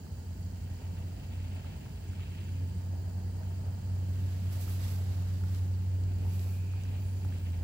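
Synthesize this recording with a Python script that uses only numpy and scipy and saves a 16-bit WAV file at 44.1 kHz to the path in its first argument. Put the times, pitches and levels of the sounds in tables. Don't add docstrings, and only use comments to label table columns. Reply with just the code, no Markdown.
import sys
import numpy as np
from scipy import signal
from scipy.fft import rfft, irfft
from scipy.io import wavfile
from scipy.ndimage import uniform_filter1d

SR = 44100
rng = np.random.default_rng(int(sys.argv[2]) if len(sys.argv) > 2 else 0)


def inscribe(sig):
    pcm = np.round(np.clip(np.atleast_2d(sig).T, -1, 1) * 32767)
    wavfile.write(sys.argv[1], SR, pcm.astype(np.int16))


N = 336483
TIME_S = np.arange(N) / SR
BINS_HZ = np.maximum(np.arange(N // 2 + 1) * SR / N, 1)

# f/Hz, correlation (0-1)
FLAME_LIKENESS = [(90, 1), (200, 0.93), (300, 0.41), (500, 0.91), (900, 0)]


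def from_db(db):
    return 10 ** (np.asarray(db) / 20)


def rms_one(x):
    return x / np.sqrt(np.mean(x ** 2) + 1e-20)


def in_time(rows):
    s, *columns = np.transpose(rows)
    return [np.interp(TIME_S, s, column) for column in columns]


def over_hz(rows):
    hz, *columns = np.transpose(rows)
    return np.array([np.interp(np.log(BINS_HZ), np.log(hz), column) for column in columns])


def colour(x, spectrum):
    return rms_one(irfft(rfft(x) * from_db(over_hz(spectrum)), N))


def pan(left_db):
    return from_db(np.array([[.5], [-.5]]) * left_db)


def blend(pair, likeness, lead_rad=0):
    mid, side = rfft(pair)
    alike = np.clip(over_hz(likeness)[0], 0, 1)
    mid = mid * np.sqrt(1 + alike)
    side = side * np.sqrt(1 - alike)
    left = (mid + side) * np.exp(1j * lead_rad)
    return irfft(np.array([left, mid - side]), N)


def resonant_noise(hz, width_hz):
    white = rng.standard_normal(2 * len(BINS_HZ)).view(complex)
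    detuning = (BINS_HZ - hz * hz / BINS_HZ) / width_hz
    return rms_one(irfft(white / (1 + 1j * detuning), N))


def drift(corner_hz):
    spectrum = rfft(rng.standard_normal(N))
    return rms_one(irfft(spectrum / (1 + (BINS_HZ / corner_hz) ** 2), N))


def grains(per_s, spread_db):
    sizes = from_db(spread_db * np.minimum(rng.exponential(1, (2, N)), 4))
    signs = rng.choice([-1, 1], (2, N))
    return sizes * signs * (rng.random((2, N)) < per_s / SR)


def add(out, s, sound):
    start = max(int(s * SR), 0)
    part = out[:, start:start + sound.shape[1]]
    part += sound[:, :part.shape[1]]


def bump(s, length_s):
    return np.exp2(-np.minimum((2 * (TIME_S - s) / length_s) ** 2, 60))


def surges(rows, rest_db):
    power = sum((from_db(db) * bump(s, length_s)) ** 2 for s, length_s, db in rows)
    return np.sqrt(from_db(rest_db) ** 2 + power)


def nearby_echoes(x, strength=0.14, nearest_s=0.0016, farthest_s=.008, count=6):
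    lags = (rng.uniform(nearest_s, farthest_s, (2, count)) * SR).astype(int)
    echoes = [sum(np.roll(side, lag) for lag in side_lags) for side, side_lags in zip(x, lags)]
    return rms_one(x + strength * np.array(echoes))


def hum(throb_hz=11.04, throb_width_hz=3.4, throb_db=-52.5, wobble_rad=0.069, flutter_db=-31.5):
    # t/s, f/Hz
    hum_pitch = [(0, 89), (3.2, 90.82), (3.6, 92.68), (6.5, 92.35), (6.85, 93.94), (7.25, 93.5), (7.63, 85)]
    # t/s, level/dB
    hum_level = [(0.0, -50), (0.33, -41), (0.48, -38), (1.25, -41), (1.5, -38.5), (1.9, -46.5),
                 (2.6, -35.5), (3.77, -36), (3.97, -31.5), (4.55, -33), (5.4, -31), (6.2, -30.5),
                 (6.85, -34.5), (7.25, -33.0), (7.63, -33.5)]
    # multiple, level/dB, left-right/dB, left lead/rad
    hum_orders = [(1, -2, -0.6, -0.18), (2, -24.5, -7.5, -0.19), (3, -34, -10.5, -1.15), (4, -42, 0, 0.16)]
    # t/s, change/dB
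    level_jumps = [(.06, -8), (.39, -15), (0.462, 3), (.82, -21), (.90, 6), (1.04, 5), (1.21, -12),
                   (1.55, 0.5), (2.10, 10), (2.19, 7), (2.33, -3), (2.53, 4), (2.63, 4.5), (3.81, -9),
                   (4.38, -3), (7.39, -11)]
    # f/Hz, density/dB per Hz
    flutter = [(150, -16), (290, -1), (335, -7.5), (400, 4.5), (435, -12.5), (480, -1), (620, -12),
               (1000, -13), (2000, -40)]
    (hz,), (level_db,) = in_time(hum_pitch), in_time(hum_level)
    level_db = level_db + sum(db * bump(s, 0.034) for s, db in level_jumps)
    phase = 2 * np.pi * np.cumsum(hz) / SR + wobble_rad * drift(3.3)
    tone = 0
    for multiple, db, left_db, lead_rad in hum_orders:
        start = rng.uniform(0, 2 * np.pi) + np.array([[lead_rad], [0]])
        tone = tone + from_db(db) * pan(left_db) * np.sin(round(multiple) * phase + start)
    turbulence = colour(blend(rng.standard_normal((2, N)), FLAME_LIKENESS), flutter)
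    puffs = turbulence * (1 + .5 * np.sin(phase)) * pan(0.1)
    throb = rms_one(uniform_filter1d(resonant_noise(throb_hz, throb_width_hz), size=1500))
    gain = from_db(level_db) + from_db(throb_db) * throb
    return (rms_one(tone) + from_db(flutter_db) * puffs) * gain


def rumble(left_lag_s=0.0002):
    # t/s, level/dB
    roar_level = [(0, -43.5), (.6, -44), (1.5, -42), (2.4, -43), (3.3, -42.5), (4.2, -42.5), (5, -43),
                  (5.8, -45), (6.2, -39.5), (6.5, -46), (6.9, -42), (7.6, -42)]
    # f/Hz, density/dB per Hz
    roar_colour = [(20, -17), (38, -15), (52, 2), (74, 2), (90, 1), (112, -1.5), (160, -4), (215, -8),
                   (270, -13), (335, -19), (480, -25), (700, -29.5), (1100, -45.5), (3000, -57)]
    lead_rad = -2 * np.pi * BINS_HZ * left_lag_s
    roar = colour(blend(rng.standard_normal((2, N)), FLAME_LIKENESS, lead_rad), roar_colour)
    return from_db(in_time(roar_level)[0]) * roar * pan(-0.65)


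def jet(hiss_db=-58.5):
    # f/Hz, left density/dB per Hz, right density/dB per Hz
    jet_colour = [(500, -3, -0.5), (1120, -6.5, -8.5), (1650, -5, 0), (2300, -8.5, -9.5), (3150, -2.5, -7),
                  (3400, -13, -12), (4210, -19, -2), (5800, -14, -7), (7560, -9, -7.5), (9650, -15, -28),
                  (11000, -9, -11), (12300, -33, -25), (13700, -15, -14), (15600, -6, -8)]
    # f/Hz, width/Hz, level/dB, left-right/dB
    jet_modes = [(397, 40, -69.5, -3), (883, 31, -72, 0), (1670, 120, -82, -11.5), (4670, 60, -79.5, -15.5),
                 (4910, 45, -80, -7), (5220, 91, -82, -9), (6785, 40, -77, -13.5), (7850, 65, -78.5, 9),
                 (8380, 29, -78.5, 13), (10140, 110, -87, 10), (10910, 110, -84, 9), (12570, 120, -82, 0),
                 (14600, 170, -81, -1), (15000, 180, -77.5, 6), (15500, 79, -76, 5)]
    hiss = from_db(hiss_db) * nearby_echoes(colour(rng.standard_normal((2, N)), jet_colour))
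    for hz, width_hz, db, left_db in jet_modes:
        polarity = [[1], [rng.choice([-1, 1])]]
        hiss = hiss + from_db(db) * resonant_noise(hz, width_hz) * pan(left_db) * polarity
    return hiss


def boil(churn_gain_db=-2.5, fizz_gain_db=-2.0, surge_db=1.8, splash_db=1.74):
    # f/Hz, density/dB per Hz
    churn_colour = [(200, -19), (450, -3.5), (650, 0), (880, -2), (1080, -12.5), (1400, -13), (2000, -19),
                    (5000, -36)]
    # f/Hz, left density/dB per Hz, right density/dB per Hz
    fizz_colour = [(700, -21, -21), (1400, -21, -4), (1890, -10.5, -2.5), (2100, -2, -7.5),
                   (2430, -3.5, -2.5), (2570, 2, 2.5), (3020, -1, -1), (3280, -0.5, -5), (3400, -9.5, -7),
                   (3950, -10.5, -8), (5900, -26, -25), (14000, -27, -41)]
    # f/Hz, correlation (0-1)
    fizz_likeness = [(1200, 0.18), (2000, 1), (2800, 0.77), (3600, 0.42), (6000, 0.22)]
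    # f/Hz, lead/rad
    fizz_lead = [(1900, 1.2), (2200, 0), (2550, -2), (3000, -2.5), (3550, -5)]
    # crest t/s, length/s, level before churn gain/dB
    heaves = [(.92, 0.62, -57), (1.65, 0.56, -59), (3.05, 0.48, -57), (3.65, 0.83, -56), (4.85, 1, -57.5),
              (6.3, .45, -57.5), (6.9, 0.59, -61), (7.63, 0.16, -56)]
    # crest t/s, length/s, level before fizz gain/dB
    foam = [(.85, 0.65, -63.5), (1.46, 0.58, -58.5), (1.78, 0.23, -60), (2.34, 0.68, -58),
            (3.65, 0.57, -67), (4.35, 0.82, -64), (5.3, .6, -69.5), (6.1, 0.88, -64), (6.9, 0.42, -59.5),
            (7.45, 0.53, -61)]
    churn = nearby_echoes(colour(grains(per_s=1400, spread_db=1.0), churn_colour))
    churn = churn * from_db(churn_gain_db + surge_db * drift(22)) * surges(heaves, rest_db=-62.5)
    tiny = blend(grains(per_s=6000, spread_db=3.5), fizz_likeness, over_hz(fizz_lead)[0])
    fizz = colour(tiny, fizz_colour) * from_db(fizz_gain_db + splash_db * drift(25))
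    return churn * pan(-0.69) + fizz * surges(foam, rest_db=-78)


def plop(hz, cycles=17.0, rise=0.055, snap=0.53, scatter_rad=0.87):
    age_s = np.arange(int(cycles / hz * SR)) / SR
    life = age_s * hz / cycles
    start = rng.uniform(-scatter_rad, scatter_rad, (2, 1))
    phase = 2 * np.pi * hz * age_s * (1 + rise * life) + start
    crack = snap * signal.lfilter([.5], [1, -.7], rng.standard_normal(phase.shape))
    return (np.sin(phase) + crack) * from_db(-60 * life) * (1 - np.exp(-2 * age_s * hz))


def bubbles(big_gain_db=9.5, small_min_db=-88.5, small_range_db=10.0, low_hz=550, high_hz=2100, count=200):
    # t/s, level before gain and pan/dB, starting f/Hz
    big_plops = [(.066, -60, 1190), (.818, -67, 920), (1.378, -57, 910), (1.645, -55, 1260),
                 (1.860, -59, 1000), (1.862, -57, 1520), (2.133, -57, 1400), (2.195, -58, 1200),
                 (2.488, -57, 1480), (3.433, -58, 1400), (4.457, -59, 910), (4.678, -51.5, 1290),
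                 (4.849, -56, 1680), (5.437, -51.5, 1330), (6.119, -55, 806), (6.266, -56, 920),
                 (6.736, -56, 1250), (6.852, -57, 1690), (7.247, -58, 1370), (7.249, -51, 820),
                 (7.324, -53, 1710)]
    out = np.zeros((2, N))
    for s, db, hz in big_plops:
        add(out, s, from_db(db + big_gain_db) * plop(hz))
    for when, size, pitch in rng.random((count, 3)):
        gain = from_db(small_min_db + small_range_db * size)
        add(out, when * N / SR, gain * plop(low_hz * (high_hz / low_hz) ** pitch))
    return out * pan(-4.0)


def spatter(level_db=-75.0, low_hz=1800, high_hz=13000):
    band = signal.butter(1, [low_hz, high_hz], "band", fs=SR, output="sos")
    crackle = signal.sosfilt(band, grains(per_s=60, spread_db=2.0) + 1e-18)
    return from_db(level_db) * nearby_echoes(crackle)


def boot(judder_db=1.25, pivot_hz=6000):
    # f/Hz, left density/dB per Hz, right density/dB per Hz
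    sand_colour = [(300, -17, 4), (700, -8, 1), (1190, -0.5, 5), (2200, 0, 2), (3400, -2, 2.5),
                   (4700, -4.5, 3.5), (6000, -4, 0.5), (7000, -6, 0), (7700, -2, 3), (8750, -6.5, -5.5),
                   (11500, -3, 2.5), (12700, -4, 0), (14000, -6, 1.5), (15200, -4.5, 3)]
    # middle t/s, length/s, level/dB, coarseness/dB (cut above the pivot, boost below)
    pushes = [(4.35, 0.67, -59, 2), (4.552, .09, -52.5, -1), (4.631, 0.065, -48.5, -3),
              (4.717, 0.11, -49.5, -1.5), (4.85, 0.15, -49, 1.5), (4.937, 0.13, -55, -3),
              (5.15, 0.92, -58, 4), (5.534, 0.19, -57, 1.5), (6.424, 0.3, -54.5, -2.5), (7.2, 1, -66, -2)]
    sand = colour(grains(per_s=14000, spread_db=2.0), sand_colour)
    fine = signal.sosfilt(signal.butter(1, pivot_hz, "high", fs=SR, output="sos"), sand)
    fine_gain = surges([(s, length_s, db - coarse) for s, length_s, db, coarse in pushes], -np.inf)
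    coarse_gain = surges([(s, length_s, db + coarse) for s, length_s, db, coarse in pushes], -np.inf)
    scrape = fine * fine_gain + (sand - fine) * coarse_gain
    return scrape * from_db(judder_db * drift(25))


def ticks(gain_db=1.5, t60_s=0.011, low_hz=3000, high_hz=8500):
    # t/s, level before gain and filter/dB
    tick_rows = [(4.6124, -49), (4.8044, -50), (5.5483, -46), (6.0374, -47), (6.394, -42), (6.836, -42.5),
                 (7.384, -47)]
    out, age_s = np.zeros((2, N)), TIME_S[:SR // 50]
    for s, db in tick_rows:
        envelope = from_db(db + gain_db - 60 * age_s / t60_s)
        add(out, s, envelope * rng.standard_normal((2, len(age_s))))
    band = signal.butter(2, [low_hz, high_hz], "band", fs=SR, output="sos")
    return signal.sosfilt(band, out + 1e-18)


def narrow_swell(crest_s=6.68, length_s=0.81, hz=2480, width_hz=170, level_db=-65, left_db=0.5):
    band_noise = np.array([resonant_noise(hz, width_hz) for side in range(2)])
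    return from_db(level_db) * bump(crest_s, length_s) * band_noise * pan(left_db)


def squeak(sag=.06, waver=0.009):
    # top t/s, length/s, top f/Hz, level before pan/dB
    squeaks = [(7.02, .06, 15000, -68), (7.085, 0.074, 8750, -70), (7.095, .13, 10800, -70)]
    out = 0
    for s, length_s, top_hz, db in squeaks:
        arch = bump(s, length_s)
        sagging = 1 - 2 * sag * (1 - arch)
        hz = top_hz * sagging * (1 + waver * drift(270))
        out = out + from_db(db) * arch * np.sin(2 * np.pi * np.cumsum(hz) / SR)
    return out * pan(-5.0)


def scene():
    flame = hum() + rumble() + jet()
    water = boil() + bubbles() + spatter()
    return flame + water + boot() + ticks() + narrow_swell() + squeak()


def record(dry, cutoff_hz=15750):
    return signal.sosfilt(signal.ellip(12, .1, 80, cutoff_hz, fs=SR, output="sos"), dry)


dry = scene()
out = record(dry)
inscribe(out)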